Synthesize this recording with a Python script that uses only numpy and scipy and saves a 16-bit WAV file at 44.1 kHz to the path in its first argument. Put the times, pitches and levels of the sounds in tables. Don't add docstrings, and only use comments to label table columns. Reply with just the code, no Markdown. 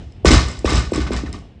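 import sys
import numpy as np
from scipy import signal
from scipy.fft import rfft, irfft
from scipy.io import wavfile

SR = 44100
rng = np.random.default_rng(int(sys.argv[2]) if len(sys.argv) > 2 else 0)


def voltage_ratio(decibels):
    exponent = np.asarray(decibels, float) / 20
    return 10 ** exponent


def to_wav(s):
    ch = np.atleast_2d(s).T
    pcm = np.round(np.clip(ch, -1, 1) * 32767)
    wavfile.write(sys.argv[1], SR, pcm.astype(np.int16))


N = 70560

# frequency in Hz, density in dB per Hz.
YARD_SPECTRUM = [(15, -27.5), (25, -7), (65, 3.5), (431, -18.5), (477, -22.5), (1200, -36), (2610, -35),
                 (2880, -31.5), (9800, -66), (12700, -92), (21600, -120)]
# time in seconds, level in dB.
YARD_FADE = [(0, 6.5), (.09, -3.5), (0.202, -1), (1.301, 6), (1.6, -6.5)]
YARD_DB = -37.5
WHINE_HZ, WHINE_WIDTH_HZ, WHINE_DB = 679, 110, -21

# start in seconds, rms level in dB, hold in seconds,
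# fade in dB per second, treble level in dB.
SHAKES = [(0, -61, .02, 87, 3), (0.253, -17.5, 0.036, 406, -0.5), (0.305, -17.5, .04, 154, -0.5),
          (.48, -37.5, 0.0094, 118.5, 0.5), (0.651, -25.5, 0.034, 270.5, -4),
          (0.689, -26, 0.091, 182.5, -1), (.932, -30.5, 0.045, 251, -3.5), (1.001, -32, 0.02, 271, -4),
          (1.064, -31, 0.014, 507, -9.5), (1.115, -29.5, 0.03, 287, -6.5), (1.161, -32.5, 0.013, 296, 0),
          (1.258, -37.5, 0.0066, 355, -7), (1.333, -39.5, 0.0067, 266, -3.5)]
# frequency in Hz, bandwidth in Hz, level in dB.
STEEL_MODES = [(1165, 127, 6), (1499, 20, 12.5), (1807, 34, 6.5), (2111, 32, 6.5), (2523, 55, -0.5),
               (2966, 78, -2), (3476, 20, 3), (3870, 74, 2.5), (4300, 36, -1.5), (5100, 27, 7),
               (5200, 73, -24.5), (5800, 18, -35), (6300, 92, -19), (7200, 390, -19.5)]
# frequency in Hz, density in dB per Hz.
CLATTER = [(350, -21.5), (600, -1.5), (1110, 0.5), (1660, -21.5), (1780, -2.5), (3230, -7.5), (5210, -5.5),
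           (7850, -12.5), (9800, -26.5), (12700, -30.5), (21600, -120)]
# frequency in Hz, density in dB per Hz.
THUD = [(18, -40.5), (30, -3), (65, -1), (178, -9), (322, -15.5), (353, -12.5), (700, -24.5), (910, -31),
        (1540, -120)]
SHAKE_RISE_S, TREBLE_HZ = 0.003, 2880
KNOCKS_PER_S, KNOCK_SPREAD_DB = 400, 3.76
RING_DB, CHIP_DB, HISS_DB, THUD_DB = -2.5, -7.5, -2, 5.5
CHIP_WIDTH = 0.13

# start in seconds, level in dB, pitch in Hz.
BOOMS = [(.01, -48, 73), (0.058, -27.5, 72.8), (0.224, -26.5, 81), (.26, -7.5, 73.8), (.313, -5, 55.7),
         (0.355, -5, 61.8), (0.446, -14.5, 62), (.575, -26, 58), (0.653, -20, 63), (0.702, -21, 67.3),
         (.731, -10, 60.2), (0.768, -7.5, 61.8), (0.858, -18.5, 61.5), (0.928, -35.5, 62), (.995, -15, 61),
         (1.026, -15.5, 62), (1.121, -38, 56.4), (1.151, -20.5, 55), (1.186, -23, 58), (1.252, -23.5, 63.3),
         (1.318, -37, 61.2)]
BOOM_RISE_S, BOOM_FALL_S, BOOM_OVERTONE_DB = 0.007, 0.021, -13.5

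# start in seconds, level of lower rings in dB, level of upper rings in dB.
CLINKS = [(.122, -46, -52), (.262, -12, -17), (.281, -11, -15), (.291, -13, -22), (.3155, -11, -9),
          (.322, -13, -22), (.333, -13, -20), (.348, -11, -22), (.379, -15, -24), (.485, -30, -26),
          (.515, -32, -29), (.59, -34, -36), (.661, -20, -24), (.693, -26, -21), (.704, -18, -17),
          (.732, -26, -21), (.756, -21, -20), (.769, -20, -30), (.779, -18, -25), (.795, -30, -24),
          (.915, -37, -36), (.937, -32, -22), (.947, -25, -28), (.96, -23, -19), (1.016, -36, -28),
          (1.133, -32, -26), (1.164, -26, -36), (1.293, -50, -40), (1.3278, -26, -26), (1.388, -44, -45)]
# frequency in Hz, bandwidth in Hz, level in dB.
COLLAR_MODES = [(2050, 500, -10), (3900, 500, -9), (5200, 450, 0), (6500, 700, -9), (7600, 550, 0),
                (8400, 700, -9)]
CLINK_S, CLINK_VARY_DB = 0.0012, 2.5
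UPPER_HZ, UPPER_DB, LOWER_DB = 6000, -1, -1

# start in seconds, level in dB, pitch in Hz.
NEAR_LANDINGS = [
    (0.2472, 0, 388),
    (0.6449, -4.5, 370.4),
    (0.9196, -8.5, 370),
    (1.1058, -12, 360),
]
# start in seconds, level in dB, pitch in Hz.
FAR_LANDINGS = [(.306, -1, 320), (.318, -7.5, 310), (.327, -9, 446), (.338, -8.5, 330), (0.345, -19.5, 348),
                (0.722, -10.5, 333), (.735, -14, 310), (0.955, -14, 288), (.978, -10, 335),
                (0.991, -12, 310), (0.9266, -15, 326), (1.112, -14, 262), (1.123, -19, 236),
                (1.136, -18, 234), (1.151, -20, 278), (1.2347, -15.5, 311), (1.244, -23, 258),
                (1.251, -20.5, 217), (1.29, -27, 270), (1.349, -24.5, 241)]
NEAR_RISE_S, NEAR_LOW, NEAR_GLIDE = 0.0026, 0.5, 1.4
FAR_RISE_S, FAR_LOW, FAR_GLIDE = 0.0031, 0.768, 0.5
GLIDE_S = 0.0032
TICK_RISE_S, TICK_S, TICK_DB = 0.00089, 0.0038, -28.5

# frequency in Hz, time to decay 60 dB in seconds.
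WALLS = [(60, .3), (300, 0.47), (1500, 0.36), (5000, 0.45), (9000, 0.33)]
WALL_DB = -11.5

BASS_CUT_HZ, LIMIT, EDGE_HZ = 38, 1.04, 9800


def evened(x):
    return x / np.sqrt(np.mean(x ** 2) + 1e-20)


def read(points, hz):
    f, value = np.transpose(points)
    return np.interp(np.log(hz + 1), np.log(f + 1), value)


def add(mix, s, sound):
    part = mix[max(round(s * SR), 0):][:len(sound)]
    part += sound[:len(part)]


def colour(x, points):
    hz = np.fft.rfftfreq(len(x), 1 / SR)
    inside = (hz > 0.7 * points[0][0]) & (hz < 1.3 * points[-1][0])
    return evened(irfft(rfft(x) * voltage_ratio(read(points, hz)) * inside, len(x)))


def resonate(x, hz, width):
    r = np.exp(-np.pi * width / SR)
    return signal.lfilter([1 - r, 0, r - 1], [1, -2 * r * np.cos(2 * np.pi * hz / SR), r * r], x)


def swell(t, rise, fall):
    shape = (1 - np.exp(-t / rise)) ** 2 * np.exp(-t / fall)
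    return shape / shape.max()


def yard():
    s, db = np.transpose(YARD_FADE)
    level = voltage_ratio(YARD_DB + np.interp(np.arange(N) / SR, s, db))
    rumble = colour(rng.standard_normal(N), YARD_SPECTRUM)
    whine = evened(resonate(rng.standard_normal(N), WHINE_HZ, WHINE_WIDTH_HZ))
    return level * (rumble + voltage_ratio(WHINE_DB) * whine)


def knocks():
    size = voltage_ratio(KNOCK_SPREAD_DB * np.minimum(rng.exponential(1, N), 3))
    struck = rng.random(N) < KNOCKS_PER_S / SR
    return evened(size * struck * rng.choice([-1., 1.], N))


def shake_power():
    t, low, high = np.arange(N) / SR, np.zeros(N), np.zeros(N)
    for s, db, hold, fade_db, treble_db in SHAKES:
        u = np.maximum(t - s, 0)
        rise = np.minimum(u / SHAKE_RISE_S, 1)
        power = (rise * voltage_ratio(db - fade_db * np.maximum(u - hold, 0))) ** 2
        low += power
        high += power * voltage_ratio(2 * treble_db)
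    return low, high


def rattle():
    low, high = shake_power()
    ring, chips = np.zeros(N), np.zeros(N)
    for hz, width, db in STEEL_MODES:
        train = knocks()
        ring += voltage_ratio(db) * resonate(train, hz, width)
        chip = resonate(resonate(train, hz, CHIP_WIDTH * hz), hz, 2 * CHIP_WIDTH * hz)
        chips += voltage_ratio(read(CLATTER, hz)) * chip
    hiss = colour(rng.standard_normal(N), CLATTER)
    steel = voltage_ratio(RING_DB) * evened(ring) + voltage_ratio(CHIP_DB) * evened(chips) + voltage_ratio(HISS_DB) * hiss
    dull = signal.sosfiltfilt(signal.butter(2, TREBLE_HZ, fs=SR, output="sos"), steel)
    thud = colour(rng.standard_normal(N), THUD)
    return np.sqrt(low) * (dull + voltage_ratio(THUD_DB) * thud) + np.sqrt(high) * (steel - dull)


def ground():
    out, t = np.zeros(N), np.arange(0, 0.4, 1 / SR)
    for s, db, hz in BOOMS:
        phase = 2 * np.pi * hz * t
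        tone = np.sin(phase) + voltage_ratio(BOOM_OVERTONE_DB) * np.sin(1.9 * phase)
        add(out, s, voltage_ratio(db) * swell(t, BOOM_RISE_S, BOOM_FALL_S) * tone)
    return out


def collars():
    out, t = np.zeros(N), np.arange(900) / SR
    puffs = rng.standard_normal((len(CLINKS), 900)) * np.exp(-t / CLINK_S)
    vary = rng.standard_normal((len(CLINKS), len(COLLAR_MODES)))
    for (s, lower_db, upper_db), puff, offsets in zip(CLINKS, puffs, vary):
        for (hz, width, mode_db), offset in zip(COLLAR_MODES, offsets):
            ring = resonate(resonate(puff, hz, width), hz, 2 * width)
            part_db = upper_db + UPPER_DB if hz > UPPER_HZ else lower_db + LOWER_DB
            level = voltage_ratio(mode_db + CLINK_VARY_DB * offset + part_db)
            add(out, s, level * ring / abs(ring).max())
    return out


def slap(db, hz, rise, low, glide):
    t = np.arange(0, 0.04, 1 / SR)
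    turns = np.cumsum(hz * (low + glide * np.exp(-t / GLIDE_S))) / SR
    pulse = (t / rise * np.exp(1 - t / rise)) ** 2
    return voltage_ratio(db) * pulse * np.sin(2 * np.pi * turns)


def plates():
    out, t = np.zeros(N), np.arange(800) / SR
    for s, db, hz in NEAR_LANDINGS:
        add(out, s, slap(db, hz, NEAR_RISE_S, NEAR_LOW, NEAR_GLIDE))
        grit = rng.standard_normal(800)
        add(out, s, voltage_ratio(db + TICK_DB) * grit * swell(t, TICK_RISE_S, TICK_S))
    for s, db, hz in FAR_LANDINGS:
        add(out, s, slap(db, hz, FAR_RISE_S, FAR_LOW, FAR_GLIDE))
    return out


def walls(x):
    taps = np.zeros(SR // 2)
    at = np.arange(400, SR // 2 - 20, 20)
    taps[at + rng.integers(0, 20, len(at))] = rng.choice([-1., 1.], len(at))
    hz, t, z = signal.stft(taps, SR, nperseg=512)
    decay = voltage_ratio(-60 * t / read(WALLS, hz)[:, None])
    tail = signal.istft(z * decay, SR, nperseg=512)[1]
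    return signal.fftconvolve(x, tail / np.linalg.norm(tail))[:N]


def scene():
    bar = plates() + rattle() + collars()
    return (bar + voltage_ratio(WALL_DB) * walls(bar) + ground() + yard())[None]


def band_limit(x):
    return signal.sosfilt(signal.butter(12, 9950, fs=SR, output="sos"), x)


def record(dry):
    x = signal.sosfilt(signal.butter(2, BASS_CUT_HZ, "high", fs=SR, output="sos"), dry)
    x = x / (1 + abs(x / LIMIT) ** 6) ** (1 / 6)
    lowpass = signal.firwin(301, EDGE_HZ, window=("kaiser", 9), fs=SR)
    x = signal.oaconvolve(x, lowpass[None], "same")
    return band_limit(x)


dry = scene()
out = record(dry)
to_wav(out)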